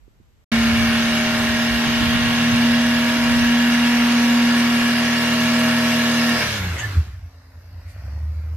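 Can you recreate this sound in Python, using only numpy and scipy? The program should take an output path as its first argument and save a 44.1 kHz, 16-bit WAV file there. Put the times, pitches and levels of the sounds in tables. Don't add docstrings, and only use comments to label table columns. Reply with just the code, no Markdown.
import sys
import numpy as np
from scipy import signal
from scipy.fft import rfft, irfft, next_fast_len
from scipy.io import wavfile
from scipy.ndimage import uniform_filter1d

SR = 44100
rng = np.random.default_rng(int(sys.argv[2]) if len(sys.argv) > 2 else 0)


def unload_audio(sound):
    columns = np.transpose(np.atleast_2d(sound))
    steps = np.round(np.clip(columns, -1, 1) * 32767)
    wavfile.write(sys.argv[1], SR, steps.astype(np.int16))


N = 377496
T = np.arange(N) / SR
HZ = np.maximum(np.arange(N // 2 + 1) * SR / N, 1)
TOP_HZ = 13200
START_S, LIFT_S = .518, 6.4

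# frequency_hz, gain_db
STREET_COLOUR = [(15, -39), (25, -3), (66, -1.5), (300, -21.5), (1410, -30.5), (2310, -32.5), (5480, -39.5),
                 (7910, -39), (9500, -52), (13000, -39)]
STREET_DB = -58
# frequency_hz, gain_db
BREEZE_COLOUR = [(22, -44), (45, -5.5), (75, -2), (100, -4), (150, -8.5), (280, -18), (600, -49)]
# centre_s, width_s, level_db
GUSTS = [(.72, 0.16, -30), (1.05, 0.044, -33), (1.5, 0.11, -37), (2.06, 0.14, -32), (2.95, 0.66, -39.5),
         (3.36, 0.1, -36.5)]
BREEZE_DB, CALMING_DB_PER_S = -38, 5.5
# centre_s, width_s, pitch_hz, level_db
BUMPS_AND_POP = [(0.05, 0.024, 48, -45), (0.081, 0.0012, 313, -40.5), (0.2025, 0.0014, 280, -45),
                 (0.212, 0.0016, 202, -44), (0.212, 0.0092, 84.8, -51), (1.74, 0.025, 63, -25),
                 (1.865, 0.0082, 281.5, -28), (1.885, 0.014, 138, -24), (2.02, 0.0083, 290.6, -22),
                 (2.035, 0.0086, 124, -20), (2.08, .016, 80.5, -25), (2.145, .012, 109, -35),
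                 (2.28, 0.011, 103.6, -30), (2.54, 0.013, 115, -21), (2.645, 0.0062, 290, -28),
                 (3.17, 0.0093, 278, -26), (3.32, .016, 91, -28), (3.42, 0.013, 75, -33),
                 (7.075, 0.0049, 200, -42)]

# time_s, level_db
FAN_LEVEL = [(7.0, -49), (7.35, -55), (7.75, -54), (8.05, -50), (8.3, -51.5), (8.56, -51.5)]
# frequency_hz, gain_db
FAN_COLOUR = [(100, -28), (170, -7.5), (330, -12.5), (570, -9), (900, -7.5), (2100, -8.5), (3300, -21.5),
              (4500, -14), (5600, -17.5), (6500, -24), (9500, -32.5), (12500, -22.5)]
# time_s, level_db
CHUFF_LEVEL = [(7.1, -67), (7.66, -62.5), (7.75, -58), (7.87, -61), (8.02, -54.5), (8.15, -52), (8.3, -61),
               (8.56, -61)]

# time_s, level_db
SPIN_DOWN_LEVEL = [(6.58, -24), (6.66, -30), (6.75, -31), (6.85, -32.5), (6.95, -35.5), (7.03, -43),
                   (7.1, -50), (7.25, -60)]
# frequency_hz, gain_db
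SPIN_DOWN_COLOUR = [(90, -17), (280, 2), (500, -5), (900, -3.5), (1500, 2.5), (2300, -2.5), (3200, -5),
                    (4500, -8.5), (6500, -13.5), (9000, -23.5), (12500, -18.5)]
# centre_s, width_s, pitch_hz, bandwidth_hz, level_db
CHIRPS = [(2.15, .35, 3200, 1000, -33.5), (6.53, .05, 3300, 2600, -33), (6.785, .022, 1950, 220, -37),
          (6.838, .02, 1760, 90, -29), (6.803, .016, 2900, 900, -36), (6.8, .012, 6700, 1300, -36.5),
          (6.83, .02, 7500, 400, -48), (6.92, .05, 1450, 550, -43)]

# frequency_hz, gain_db
ROAR_COLOUR = [(90, -28), (200, -18), (300, -24.5), (440, -30.5), (900, -22.5), (1250, -20.5), (1650, -19),
               (2050, -22), (2650, -20.5), (2850, -21), (3100, -22), (3500, -26.5), (4300, -25.5),
               (5800, -30), (8000, -41), (10500, -40), (12500, -40.5)]
# centre_hz, bandwidth_hz, relative_gain_db
BODY = [(1086, 60, -10), (1670, 90, -3.5), (1750, 81, -7), (2233, 170, 2.5), (2820, 67, 8),
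        (3320, 65, -1.5), (3460, 70, 1), (3780, 77, 5), (4700, 100, -8), (5230, 52, -15), (6320, 130, -8),
        (7600, 47, -11)]
JUDDER = [(5, 0.041), (6, 0.03), (11, 0.039)]
LOPE = [(1, .05), (4, .07)]
WHEEL_TURNS_PER_CYCLE = .2611
ROAR_DB, RELEASE_S, RELEASE_DB_PER_S = -22.5, 6.444, 43
HISS_DB, IN_VIEW_S, HISS_DB_PER_S = -9.5, 3.64, 1.22

# time_s, cycle_rate_hz
FALLING_REVS = [(6.4, 37.6), (6.45, 38.4), (6.5, 36.7), (6.56, 34.7), (6.62, 30.8), (6.72, 28.4),
                (6.77, 27), (6.8, 20.6), (6.865, 17.5), (6.936, 15.4), (7.02, 12.5), (7.16, 10.5),
                (7.3, 9.5), (7.68, 9.8), (7.86, 9.5), (7.97, 11), (8.16, 12.5), (8.32, 12.8), (8.56, 13.1)]
TOP_CYCLE_HZ, TOP_AT_S, CLIMB_HZ, SAG_HZ_PER_S = 39.766, 4.15, 1.43, .13

# multiple_of_cycle_rate, relative_level_db
BOOM_ORDERS = [(2, -14), (3, -5.5), (4, -12), (5, -21), (6, 2), (7, -29), (8, -8.5), (9, -4.5), (10, -22),
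               (12, -19)]
# time_s, silencer_input_db
EFFORT = [(6.45, -23), (6.54, -19), (6.62, -18), (6.74, -17.5), (6.79, -23), (6.86, -22.5), (6.94, -29),
          (6.97, -17.5), (7.0, -16.8), (7.035, -26), (7.12, -26.5), (7.23, -27.5), (7.35, -42), (7.5, -41),
          (7.75, -31), (7.93, -30.5), (8.02, -28), (8.2, -23), (8.3, -24), (8.56, -27.5)]
# centre_s, change_db
STUMBLES = [(6.575, -8), (6.785, -4), (7.07, -8), (7.175, -5), (7.68, -5), (7.905, -5)]
STUMBLE_WIDTH_S = 0.016
SILENCER_HZ, SILENCER_WIDTH_HZ = 85, 29
PULL_S, SMOOTHING_DB = 8.08, -4.5

# time_s, level_db
DRONE_LEVEL = [(0.54, -17.5), (0.73, -17.5), (1.29, -22), (2.33, -20.5), (2.64, -15.5), (3.14, -20),
               (3.48, -16), (3.89, -17), (4.37, -15.5), (5.26, -21.5), (5.53, -18), (5.96, -20), (6.3, -19)]
# multiple_of_cycle_rate, start_level_db, lift_level_db
OVERTONES = [(2, -47, -45), (7, -44.5, -49), (8, -53, -49), (9, -54, -43), (10, -43, -48.5), (12, -47, -44),
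             (13, -50, -39.5), (14, -48.5, -48.5), (15, -51, -50), (18, -42, -40.5), (19, -46.5, -52.5),
             (20, -44.5, -47), (22, -46.5, -47.5), (23, -55, -46.5), (26, -58, -48), (27, -43.5, -45),
             (28, -42.5, -39.5), (29, -51, -44), (32, -44, -62), (33, -66, -44), (34, -48, -38.5),
             (35, -49, -49), (36, -38, -51), (38, -43, -55), (39, -42, -50), (42, -43, -40),
             (43, -50, -36.5), (45, -50, -44), (46, -52, -35), (47, -46, -54), (48, -37, -45)]
# multiple_of_cycle_rate, start_level_db, centre_s, width_s, change_db
LOBES = [(3, -40, 3.82, 0.53, -10), (4, -43.5, 2.65, 0.75, 5.5), (16, -37, 4.37, 0.73, -8.5),
         (24, -46, 3.8, 0.71, 7)]
NEARING_DB_PER_S = 0.89
OVERTONE_RELEASE_DB_PER_S = 58
LIFT_DROP_DB, LIFT_TAKES_S, LIFT_LEAD_S = 17.5, 0.095, 0.073

# frequency_hz, left_lead_rad
PORT_PHASE = [(0, 0), (300, 0), (900, -.3), (1200, -.8), (1800, -.4), (2200, -.9), (3400, -1.2),
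              (4300, -2.9), (7500, -3.4), (13000, -7)]
# frequency_hz, left_minus_right_db
PORT_BALANCE = [(60, -.5), (240, -.3), (500, .8), (2000, 0), (4000, -.9), (7000, -1.5), (9500, 2),
                (12500, -1.5)]


def undb(db):
    return 10 ** (np.asarray(db) / 20)


def unit(x):
    return x / np.sqrt(np.mean(x ** 2))


def curves(rows):
    s, *columns = np.transpose(rows)
    return [np.interp(T, s, c) for c in columns]


def fade(at, length):
    return np.clip((T - at) / length + .5, 0, 1)


def swell(at, width):
    return np.exp(-.5 * ((T - at) / width) ** 2)


def since(at):
    return np.maximum(T - at, 0)


def walk(rate):
    knots = rng.standard_normal(2000)
    return 1.394 * np.interp(T * rate, np.arange(len(knots)), knots)


def shape(points):
    hz, db = np.transpose(points)
    return undb(np.interp(np.log(HZ), np.log(hz), db))


def resonance(hz, centre_hz, width_hz):
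    return 1 / np.sqrt(1 + ((hz ** 2 - centre_hz ** 2) / (hz * width_hz)) ** 2)


def ringing(centre_hz, width_hz):
    return 1 / (1 + 1j * (HZ ** 2 - centre_hz ** 2) / (HZ * width_hz))


def colour(x, gain):
    size = next_fast_len(N + 2000, True)
    gain = np.interp(np.arange(size // 2 + 1) * SR / size, HZ, gain)
    return unit(irfft(rfft(x, size) * gain, size)[..., :N])


def spread(mid, side, gain, least, apart_hz=4000):
    width = np.clip(least + HZ / (HZ + apart_hz), 0, 1)
    share = np.sqrt(np.sum((gain * width) ** 2) / np.sum(gain ** 2))
    difference = share * colour(side, gain * width)
    return colour(mid, gain) + difference * np.array([[1], [-1]])


def noise(gain, least=0.26):
    return spread(*rng.standard_normal((2, N)), gain, least)


def shimmer(x, depth_db, bin_count, frame_count):
    z = signal.stft(x, nperseg=1024)[2]
    field = rng.standard_normal(z.shape[-2:])
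    field = uniform_filter1d(field, bin_count, axis=0)
    field = uniform_filter1d(field, frame_count, axis=1)
    swelling = z * undb(depth_db * unit(field))
    return unit(signal.istft(swelling, nperseg=1024)[1][..., :N])


def wobble(x, lag_s):
    return np.array([np.interp(T - lag_s, T, channel) for channel in x])


def each_cycle(wave, turns):
    return np.interp(turns % 1, np.linspace(0, 1, len(wave) + 1), np.append(wave, wave[0]))


def kicks(turns):
    firing = np.floor(6 * turns).astype(int)
    strength = rng.uniform(-1, 1, 4000)[firing]
    return np.diff(firing, prepend=0) * strength / np.sqrt(np.gradient(turns))


def street():
    return noise(shape(STREET_COLOUR), least=0.76) * undb(STREET_DB)


def breeze():
    strength = undb(BREEZE_DB - CALMING_DB_PER_S * since(START_S))
    strength = strength + sum(undb(db) * swell(s, width) for s, width, db in GUSTS)
    wind = noise(shape(BREEZE_COLOUR), least=0.73) * undb([[-3], [0]])
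    return wind * strength * undb(1.5 * walk(17)) * (1 - fade(5.8, 0.5))


def bumps_and_pop():
    out = 0
    for s, width, hz, db in BUMPS_AND_POP:
        tone = np.sqrt(2) * np.sin(2 * np.pi * (hz * T + rng.random()))
        out = out + tone * undb(db) * swell(s, width)
    return out * undb([[-14.0], [0]])


def fan(turns):
    level_db, = curves(FAN_LEVEL)
    whirr = shimmer(noise(shape(FAN_COLOUR)), depth_db=3.0, bin_count=5, frame_count=12)
    throb = 1 + 0.08 * np.cos(6 * 2 * np.pi * turns)
    whirr = whirr * throb * undb(level_db)
    hum_hz = 272 * (1 + 0.0076 * walk(5.0))
    hum = np.sin(2 * np.pi * np.cumsum(hum_hz) / SR) * undb(-72 + 6 * since(6.1) + 2 * walk(10.0))
    hiss_colour = shape([(1500, -20), (4000, 2), (8000, -2), (13000, -4)])
    hiss = noise(hiss_colour) * undb(-56) * swell(7.905, 0.023)
    return (whirr + hum) * fade(5.5, 0.28) + hiss


def chuff(turns, open_share=0.31, thump_db=3):
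    level_db, = curves(CHUFF_LEVEL)
    puffs = unit(np.exp(-(6 * turns % 1) / open_share) * undb(2 * walk(60)))
    gas_colour = shape([(200, -14), (500, -1), (1500, 6), (4000, -9)])
    gas = noise(resonance(HZ, 565, 170) * gas_colour)
    thump = colour(kicks(turns), ringing(115, 140) ** 2)
    pulses = gas * (1 + puffs) / 2 + undb(thump_db) * thump
    return pulses * undb(level_db) * fade(7.1, .2)


def spin_down():
    level_db, = curves(SPIN_DOWN_LEVEL)
    scrub = shimmer(noise(shape(SPIN_DOWN_COLOUR)), depth_db=2.5, bin_count=5, frame_count=6)
    return scrub * undb(level_db) * fade(6.58, 0.14) * (1 - fade(7.2, 0.14))


def chirps():
    out = 0
    for s, length, hz, width, db in CHIRPS:
        out = out + noise(resonance(HZ, hz, width) ** 2) * undb(db) * swell(s, length)
    return out


def tyre_scrub(turns, gain):
    rubbing = wobble(noise(gain), .00006 * walk(90))
    pulse = 1 + 0.05 * np.cos(6 * 2 * np.pi * turns)
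    return shimmer(rubbing * pulse, depth_db=1.6, bin_count=5, frame_count=10)


def engine_clatter(turns, gain):
    cycles = [each_cycle(rng.standard_normal(1100), turns) for _ in range(2)]
    tilt = shape([(700, -23), (1300, -8.0), (1700, 8.0), (3000, 1.5), (5000, 2.0), (10000, 3.5)])
    clatter = spread(*cycles, gain * tilt, least=0.032)
    clatter = shimmer(clatter, depth_db=1.5, bin_count=3, frame_count=40)
    return clatter * undb(-11.5 - 2 * fade(3.8, 0.54))


def tyre_tread(turns, gain):
    wear = uniform_filter1d(rng.standard_normal(4200), size=90, mode="wrap")
    worn = undb(1.6 * unit(wear))
    wheel_turns = WHEEL_TURNS_PER_CYCLE * turns
    wheel = [each_cycle(worn * rng.standard_normal(len(worn)), wheel_turns) for _ in range(2)]
    tilt = shape([(600, -25), (1400, 1), (3500, 0.5), (6000, -1.5)])
    tread = spread(*wheel, gain * tilt, least=0.03)
    return shimmer(tread, depth_db=2.2, bin_count=3, frame_count=40) * undb(-4.5)


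def roar(turns):
    body = sum(undb(db) * resonance(HZ, hz, width) ** 2 for hz, width, db in BODY)
    gain = shape(ROAR_COLOUR) * (1 + undb(-3) * body)
    low = 1 / np.sqrt(1 + (HZ / 5000) ** 8)
    out = undb(-2.23 + .5 * walk(45)) * tyre_scrub(turns, gain * low)
    out = out + engine_clatter(turns, gain) + tyre_tread(turns, gain)
    hiss = shimmer(noise(gain * np.sqrt(1 - low ** 2)), depth_db=4.0, bin_count=4, frame_count=6)
    out = out + undb(HISS_DB + HISS_DB_PER_S * since(IN_VIEW_S)) * hiss
    wheel_turns = WHEEL_TURNS_PER_CYCLE * turns
    judder = 1 + sum(share * np.cos(2 * np.pi * (k * wheel_turns + rng.random())) for k, share in JUDDER)
    lope = 1 + sum(share * np.cos(2 * np.pi * (k * turns + rng.random())) for k, share in LOPE)
    level = undb(ROAR_DB - RELEASE_DB_PER_S * since(RELEASE_S))
    return out * judder * lope * level * (1 - fade(6.6, 0.045))


def revs():
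    to_go = np.clip((TOP_AT_S - T) / (TOP_AT_S - START_S), 0, 1)
    held = TOP_CYCLE_HZ - CLIMB_HZ * to_go ** 2 - SAG_HZ_PER_S * since(TOP_AT_S)
    falling, = curves(FALLING_REVS)
    return np.where(T < LIFT_S, held, falling)


def overrun(cycle_hz, turns, uneven_db=1.3, leak=0.003, putter_db=-12):
    orders = 0
    lumpy = undb(SMOOTHING_DB * fade(PULL_S, 0.11))
    for k, db in BOOM_ORDERS:
        evenness = lumpy if k % 6 else 1
        level = evenness * undb(db + uneven_db * lumpy * walk(23))
        silencer = resonance(k * cycle_hz, SILENCER_HZ, SILENCER_WIDTH_HZ) ** 2 + leak
        orders = orders + level * silencer * np.exp(2j * np.pi * (k * turns + rng.random()))
    strength = np.sqrt(uniform_filter1d(np.abs(orders) ** 2, size=2200))
    putter = strength * lumpy * colour(kicks(turns), ringing(SILENCER_HZ, 55) ** 2)
    effort_db, = curves(EFFORT)
    effort_db = effort_db + sum(db * swell(s, STUMBLE_WIDTH_S) for s, db in STUMBLES)
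    boom = np.sqrt(2) * orders.real + undb(putter_db) * putter
    return boom * undb(effort_db) * fade(LIFT_S, 0.22)


def firing_drone(turns):
    level_db, = curves(DRONE_LEVEL)
    closed = np.minimum(since(LIFT_S - LIFT_LEAD_S) / LIFT_TAKES_S, 1)
    flutter_db = (0.33 + 3 * closed) * walk(70)
    tone = np.sqrt(2) * np.sin(6 * 2 * np.pi * turns)
    return tone * undb(level_db - LIFT_DROP_DB * closed + flutter_db) * (1 - fade(6.71, 0.055))


def exhaust_comb(turns, jitter_turns=.0012):
    slid = np.minimum(since(START_S) / (LIFT_S - START_S), 1)
    levels = [(k, first_db + (last_db - first_db) * slid) for k, first_db, last_db in OVERTONES]
    for k, db, at, width, change_db in LOBES:
        levels.append((k, db + NEARING_DB_PER_S * since(START_S) + change_db * swell(at, width)))
    comb = 0
    for k, db in levels:
        angle = 2 * np.pi * (turns + jitter_turns * walk(60))
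        tone = np.sqrt(2) * np.sin(k * angle + rng.uniform(0, 2 * np.pi))
        comb = comb + tone * undb(db + 0.8 * walk(14) + 1.5 * walk(1.59))
    return comb


def exhaust(turns):
    rush = noise(resonance(HZ, 520, 450) ** 2) * undb(-46.5 + 1.44 * since(START_S))
    release = undb(-OVERTONE_RELEASE_DB_PER_S * since(LIFT_S))
    return firing_drone(turns) + (exhaust_comb(turns) + rush) * release


def ports(x):
    size = next_fast_len(N + 2000, True)
    hz = np.arange(size // 2 + 1) * SR / size
    phase = np.interp(hz, *np.transpose(PORT_PHASE))
    balance_db = np.interp(hz, *np.transpose(PORT_BALANCE))
    half = np.array([[.5], [-.5]])
    response = np.exp(1j * half * phase) * undb(half * balance_db)
    return irfft(rfft(x, size) * response, size)[:, :N]


def scene():
    background = street() * (1 - fade(.444, .004)) + bumps_and_pop()
    cycle_hz = revs()
    turns = np.cumsum(cycle_hz * (1 + 0.00078 * walk(25))) / SR
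    tyres = roar(turns) + spin_down() + chirps()
    engine = fan(turns) + chuff(turns) + overrun(cycle_hz, turns) + exhaust(turns)
    return background + (breeze() + ports(tyres + engine)) * fade(START_S, 0.0037)


def record(dry):
    return signal.sosfilt(signal.ellip(10, .2, 80, TOP_HZ, fs=SR, output="sos"), dry)


dry = scene()
out = record(dry)
unload_audio(out)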